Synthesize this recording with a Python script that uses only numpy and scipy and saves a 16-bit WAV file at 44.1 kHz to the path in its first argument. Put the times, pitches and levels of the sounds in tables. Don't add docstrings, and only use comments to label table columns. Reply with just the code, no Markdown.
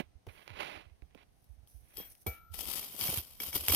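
import sys
import numpy as np
from scipy import signal
from scipy.fft import rfft, irfft, next_fast_len
from scipy.io import wavfile
from scipy.ndimage import uniform_filter1d

SR = 44100
rng = np.random.default_rng(int(sys.argv[2]) if len(sys.argv) > 2 else 0)


def unload_wav(signal):
    wavfile.write(
        sys.argv[1],
        SR,
        np.round(np.clip(np.atleast_2d(signal).T, -1, 1) * 32767).astype(np.int16),
    )


def makeup_ratio(level_db):
    decades = np.asarray(level_db, float) / 20
    return 10 ** decades


N = 165375
TOOL_LAG = 3
TOOL_PAN_DB = 7


def evened(x):
    return x / np.sqrt(np.mean(x ** 2) + 1e-20)


def peak(x):
    return x / abs(x).max()


def colour(x, points):
    f, db = np.transpose(points)
    hz = abs(np.fft.fftfreq(4096, 1 / SR))
    wanted_db = np.interp(np.log(hz + 1), np.log(f + 1), db)
    log_gain = np.log(makeup_ratio(np.maximum(wanted_db, -100)))
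    taps = np.fft.ifft(np.exp(signal.hilbert(log_gain))).real[::-1]
    taps = np.roll(taps, 1)[:2048]
    return signal.oaconvolve(x, taps / np.linalg.norm(taps))[:len(x)]


def curve(table, order):
    rows = np.array(table)
    return np.interp(np.arange(N) / SR, rows[:, 0], rows[:, order])


def level(table):
    t = np.arange(N) / SR
    inside = (t >= table[0][0]) & (t <= table[-1][0])
    return makeup_ratio(curve(table, order=1)) * inside


def ring(modes):
    t = np.arange(SR // 2) / SR
    return sum(makeup_ratio(db - 60 * t / t60) * np.sin(2 * np.pi * hz * t) for hz, db, t60 in modes)


def burst(t60):
    t = np.arange(4000) / SR
    return rng.standard_normal(len(t)) * makeup_ratio(-60 * t / t60)


def grains(per_s, spread_db, hiss, clump_db=5):
    clump = makeup_ratio(clump_db * evened(uniform_filter1d(rng.standard_normal(N), 300)))
    size = makeup_ratio(spread_db * np.minimum(rng.exponential(1, N), 5))
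    size = size * rng.choice([-1, 1], N)
    clicks = size * (rng.random(N) < per_s * clump / SR)
    return evened(evened(clicks) + hiss * clump * rng.standard_normal(N))


def add(mix, s, sound):
    part = mix[max(round(s * SR), 0):][:len(sound)]
    part += sound[:len(part)]


def sides(pan_db):
    left = makeup_ratio(np.asarray(pan_db) / 2)
    return np.array([left, 1 / left]) * 2 / (left + 1 / left)


def add_panned(pair, s, sound, pan_db):
    for mix, gain in zip(pair, sides(pan_db)):
        add(mix, s, gain * sound)


def spread(x, gains, lag_s):
    apart = .25
    echo_db, echo_t60_s = -13, .06
    t = np.arange(4000) / SR
    out = []
    for gain, late in zip(gains, (max(lag_s, 0), max(-lag_s, 0))):
        near = rng.standard_normal(len(t)) * makeup_ratio(-60 * t / 0.0064)
        echo = rng.standard_normal(len(t)) * makeup_ratio(-60 * t / echo_t60_s)
        taps = apart * near / np.linalg.norm(near) + makeup_ratio(echo_db) * echo / np.linalg.norm(echo)
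        taps[0] += 1
        taps = np.r_[np.zeros(round(late * SR)), taps / np.linalg.norm(taps)]
        out.append(gain * signal.oaconvolve(x, taps)[:N])
    return np.array(out)


# frequency in Hz, relative level in dB per Hz.
AIR_COLOUR = [(15, -38), (25, 0.5), (76, 0.5), (591, -13.5), (714, -9.5), (1020, -19.5), (6560, -27),
              (7310, -30), (8360, -26), (13200, -33.5), (16000, -42)]


def air():
    return makeup_ratio(-71) * np.array([evened(colour(rng.standard_normal(N), AIR_COLOUR)) for _ in range(2)])


def rumble():
    lumps = makeup_ratio(5.2 * evened(uniform_filter1d(rng.standard_normal(N), 2500)))
    low = colour(rng.standard_normal(N), [(20, -40), (62 * 0.24, -8), (62, 0), (62 * 2.3, -12), (400, -50)])
    return makeup_ratio(-69) * evened(low * lumps) * sides(-31)[:, None]


def low_cycles(rows, pan_db):
    rise, wobble = 0.19, 0.26
    out = np.zeros((2, N))
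    for start, db, hz, length in rows:
        u = np.arange(0, 2, 1 / SR / length)
        sway = np.sin(2 * np.pi * (1.11 * u + rng.random()))
        turns = np.cumsum(hz * (1 + wobble * sway)) / SR
        shape = (u / rise) * np.exp(1 - u / rise)
        shape = shape * np.minimum((u[-1] - u) / .3, 1)
        add_panned(out, start, makeup_ratio(db) * shape * np.sin(2 * np.pi * turns), pan_db)
    return out


# start in seconds, level in dB, middle pitch in Hz,
# length in seconds (the sound lasts two lengths).
HAND_BUMPS = [(0.153, -49.5, 72.5, 0.038), (0.27, -44, 83, 0.049), (0.498, -49, 91, 0.098),
              (0.765, -51.5, 71, 0.038), (0.863, -52.5, 59.3, 0.039), (0.912, -53, 62, 0.053),
              (1.023, -43, 62, 0.036), (1.491, -48, 63, 0.094), (1.576, -51, 54.4, 0.064),
              (1.743, -47.5, 62, 0.08), (2.498, -45.5, 68, 0.087), (2.576, -48, 59, 0.067),
              (2.651, -50, 54, 0.098)]


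def hand_bumps():
    return low_cycles(HAND_BUMPS, pan_db=-35)


# start in seconds, level in dB, middle pitch in Hz,
# length in seconds (the sound lasts two lengths).
GROUND_JOLTS = [(2.271, -33, 73, 0.065), (3.02, -50, 77, 0.049), (3.086, -34.5, 113, 0.02),
                (3.116, -42, 89, 0.044), (3.174, -34.5, 81.6, 0.044), (3.474, -49, 62, 0.078),
                (3.555, -43.5, 88.5, 0.033), (3.587, -45.5, 63.4, 0.11), (3.683, -37, 84, 0.082),
                (3.703, -31.5, 89.6, 0.055)]


def jolts():
    return low_cycles(GROUND_JOLTS, pan_db=-2)


# start in seconds, peak level in dB, left over right in dB.
CLOD_THUDS = [(0.001, -29, -38), (0.267, -43.5, 4), (0.475, -54, -30), (1.022, -54.5, -30),
              (1.148, -48, -39), (1.98, -45, -32), (2, -39.5, -38), (2.264, -30.5, -31), (2.943, -47, -17),
              (3.022, -48.5, -21), (3.087, -35.5, -5), (3.128, -36.5, -10), (3.401, -60, -28),
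              (3.556, -32.5, 1.5), (3.694, -32.5, -3), (3.735, -32.5, 3)]
# frequency in Hz, relative level in dB.
CLOD_COLOUR = [(100, -12.5), (180, 4.5), (450, 1.5), (900, -8.5), (1800, -25), (4000, -31)]


def thuds():
    out = np.zeros((2, N))
    for s, db, pan_db in CLOD_THUDS:
        add_panned(out, s, makeup_ratio(db) * peak(colour(burst(0.055), CLOD_COLOUR)), pan_db)
    return out


# time in seconds, level in dB.
NEEDLE_EFFORT = [(.26, -95), (.29, -68), (.33, -70), (.45, -72), (.55, -91), (1.25, -88), (1.44, -76),
                 (1.55, -81), (1.665, -85), (1.675, -64.5), (1.75, -66.5), (1.86, -72.5), (1.88, -68.5),
                 (2.05, -63), (2.12, -54), (2.135, -67), (2.19, -70), (2.22, -58), (2.255, -79),
                 (2.28, -51), (2.37, -65), (2.40, -75), (2.52, -97)]
# frequency in Hz, relative level in dB per Hz.
NEEDLE_COLOUR = [(880, -54), (1500, -21), (4500, -12.5), (6000, -3), (7540, -17), (8160, -4.5), (10800, 3),
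                 (16000, -7.5)]


def needles():
    pair = [evened(colour(grains(4000, 3.4, 0.71, clump_db=4.0), NEEDLE_COLOUR)) for _ in range(2)]
    return pair * level(NEEDLE_EFFORT)


# time in seconds, effort in dB.
SHUFFLE_EFFORT = [(0, -37.5), (.03, -66.5), (.07, -82), (.26, -107), (.29, -55), (.33, -67), (.38, -57),
                  (.45, -65.5), (.49, -58), (.55, -55), (.61, -39.5), (.66, -44.5), (.76, -49), (.84, -62),
                  (.87, -70.5), (1.0, -89), (1.15, -80), (1.18, -65.5), (1.2, -61.5), (1.216, -68),
                  (1.232, -62), (1.25, -89), (1.65, -103), (1.9, -74), (2.01, -60), (2.08, -65.5),
                  (2.25, -101), (2.28, -58), (2.36, -62.5), (2.5, -95)]
# start in seconds, peak level in dB.
WEIGHT_SNAPS = [(0.001, -33), (0.269, -45), (0.287, -45), (0.478, -33), (0.503, -40), (0.577, -45),
                (0.898, -53.5), (1.021, -52), (1.11, -60), (1.148, -47), (1.176, -53), (1.229, -55)]
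# frequency in Hz, relative level in dB per Hz.
SOIL_COLOUR = [(80, -19.5), (200, -6), (500, -1.5), (1500, -5.5), (2600, -4.5), (4300, -14.5), (5700, -27),
               (8300, -30), (10500, -27), (16000, -38)]


def shuffle():
    x = level(SHUFFLE_EFFORT) * evened(colour(grains(9000, 2.4, 1.6, clump_db=2.0), SOIL_COLOUR))
    for s, db in WEIGHT_SNAPS:
        add(x, s, makeup_ratio(db) * peak(colour(burst(.007), SOIL_COLOUR)))
    return spread(x, sides(-15), lag_s=23 / SR)


# frequency in Hz, level in dB, decay to -60 dB in seconds.
FREE_MODES = [(479, 0, .09), (824, -9, .08), (1308, -25, 2.5), (1367, -20, 1.8), (2299, -3, .3),
              (3300, -8, .04), (9000, -6, .03), (12250, -12, .12), (12510, -2, .08), (13850, 1, .2),
              (14030, -24, 1)]
# frequency in Hz, relative level in dB.
WOOD_COLOUR = [(120, -5.5), (250, -4.5), (800, -1.5), (1500, -53), (4000, -18)]


def knock():
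    start_s, ring_db, crack_db, wood_db = 2.2665, -37, -30, -36.5
    bell, hit = np.zeros((2, N))
    add(bell, start_s, makeup_ratio(ring_db) * ring(FREE_MODES))
    add(hit, start_s, makeup_ratio(crack_db) * peak(colour(burst(0.079), GRIT_COLOUR)))
    add(hit, start_s, makeup_ratio(wood_db) * peak(colour(burst(0.27), WOOD_COLOUR)))
    gains = sides(8.5)
    bells = gains[:, None] * np.array([bell, np.roll(bell, TOOL_LAG)])
    return spread(hit, gains, -TOOL_LAG / SR) + bells


# frequency in Hz, relative level in dB per Hz.
GRIT_COLOUR = [(60, -16), (150, -10), (400, -15.5), (800, -12.5), (1500, -16.5), (2400, -11), (3300, -4),
               (5900, -8), (8100, -7.5), (12300, 0), (14000, -2), (15600, -11), (16500, -56)]
# frequency in Hz, level in dB,
# decay to -60 dB in seconds before damping.
SLIDING_MODES = [(3280, -9, .12), (5380, -10, .1), (5850, -16, .05), (7900, -10, .12), (9930, -11, .1),
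                 (12255, -3, .12), (13855, 0, .2)]


def rubbed(drive, ring_db, damping):
    steel = ring([(hz, db, t60 * damping) for hz, db, t60 in SLIDING_MODES])
    ringing = signal.oaconvolve(drive, steel / np.linalg.norm(steel))[:N]
    return colour(drive, GRIT_COLOUR) + makeup_ratio(ring_db) * ringing


# time in seconds, effort in dB.
LIFT_EFFORT = [(1.93, -74), (1.96, -62), (1.975, -50.5), (1.99, -54.5), (2.005, -50), (2.04, -62.5),
               (2.065, -66), (2.08, -75)]


def lift():
    drive = grains(2500, 3.6, .5) * level(LIFT_EFFORT)
    return spread(rubbed(drive, ring_db=6.3, damping=0.97), sides(TOOL_PAN_DB), -TOOL_LAG / SR)


# start in seconds, level in dB, extra ring of the tines in dB.
STONE_HITS = [(2.8273, -44, -8), (3.014, -36.5, -4), (3.0814, -33.5, 5), (3.4021, -33, 5.5),
              (3.4345, -43, 16), (3.5296, -36, -17), (3.556, -34.5, 14.5), (3.6837, -35, 13),
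              (3.6979, -28, -7)]
# frequency in Hz, level in dB, decay to -60 dB in seconds.
STONE_MODES = [(2270, -1, .03), (3278, -2, .025), (5383, -5, .02), (5830, -2, .015)]
# frequency in Hz, level in dB, decay to -60 dB in seconds.
TINE_MODES = [(9938, -16, .04), (12260, -10, .05), (13850, -9, .11)]


def stones():
    x = np.zeros(N)
    for s, db, tines_db in STONE_HITS:
        add(x, s, makeup_ratio(db) * (ring(STONE_MODES) + makeup_ratio(tines_db) * ring(TINE_MODES)))
    return spread(x, sides(TOOL_PAN_DB), -TOOL_LAG / SR)


def crumble():
    return makeup_ratio(-19.5) * colour(grains(300, 2.3, 0.56) * level(SCRAPE_EFFORT), CLOD_COLOUR)


# time in seconds, effort in dB, left over right in dB.
SCRAPE_EFFORT = [(2.5, -89, 11), (2.53, -58, 14), (2.555, -41, 24), (2.572, -53, 2), (2.595, -40.5, 13.5),
                 (2.64, -42, 14), (2.652, -46, 5), (2.665, -41.5, 13), (2.795, -39, 10), (2.81, -45, 6),
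                 (2.87, -46, 4), (2.94, -50, 5), (2.98, -45, 9), (3.02, -34.5, 1), (3.06, -34.5, 4),
                 (3.12, -35, 4), (3.19, -38, -2.5), (3.22, -52, 6.5), (3.29, -57, 6.5), (3.32, -57, 5),
                 (3.397, -59, 4), (3.405, -39.5, 7), (3.44, -43.5, 1), (3.46, -46.5, 0), (3.485, -38, 16),
                 (3.51, -52, 7), (3.54, -41.5, -1), (3.56, -32, 10), (3.59, -42, 3), (3.675, -41, 3),
                 (3.69, -31, 7.5), (3.72, -33.5, -1), (3.75, -23, 5)]
# start in seconds, level in dB, left over right in dB.
SHARP_TICKS = [(1.443, -51, 13), (1.6743, -49, 14), (1.971, -32, 23), (2.152, -48, 13), (2.5431, -28, 24),
               (2.591, -23, 23), (2.6553, -28, 25), (2.6993, -36, 12), (2.7574, -22, 15),
               (2.7813, -28, -14), (2.796, -28.5, 1), (2.9644, -26.5, 21), (3.0115, -18, 27),
               (3.1743, -17, 30), (3.351, -56, 5), (3.4706, -28, 11), (3.487, -31, 5), (3.543, -25, 11),
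               (3.553, -20, -1), (3.6834, -7, 2), (3.7371, -16, 6)]


def scrape():
    shared = 0.27
    both, left, right = (grains(2500, 3.6, .5) for _ in range(3))
    pair = np.array([np.sqrt(shared) * both + np.sqrt(1 - shared) * own for own in (left, right)])
    pair = pair * level(SCRAPE_EFFORT) * sides(curve(SCRAPE_EFFORT, order=2))
    for s, db, pan_db in SHARP_TICKS:
        add_panned(pair, s, makeup_ratio(db) * peak(burst(.005)), pan_db)
    dug = [rubbed(side, ring_db=-5, damping=0.12) for side in pair]
    return np.array([spread(dug[k], [1, 1], -TOOL_LAG / SR)[k] for k in range(2)])


def scene():
    background = air() + rumble() + hand_bumps() + jolts() + thuds()
    person = needles() + shuffle()
    return background + person + knock() + lift() + stones() + crumble() + scrape()


def low_pass(x):
    return signal.sosfilt(signal.butter(12, 16650, fs=SR, output="sos"), x)


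def record(dry):
    size = next_fast_len(N)
    hz = np.fft.rfftfreq(size, 1 / SR)
    left_dip = makeup_ratio(-14 * np.exp(-((hz - 7250) / 300) ** 2))
    right_dip = makeup_ratio(-12 * np.exp(-((hz - 7600) / 600) ** 2))
    band_edge = 1 / (1 + (hz / 15900) ** 80)
    mix = irfft(rfft(dry, size) * np.array([left_dip, right_dip]) * band_edge, size)[:, :N]
    return low_pass(mix)


dry = scene()
out = record(dry)
unload_wav(out)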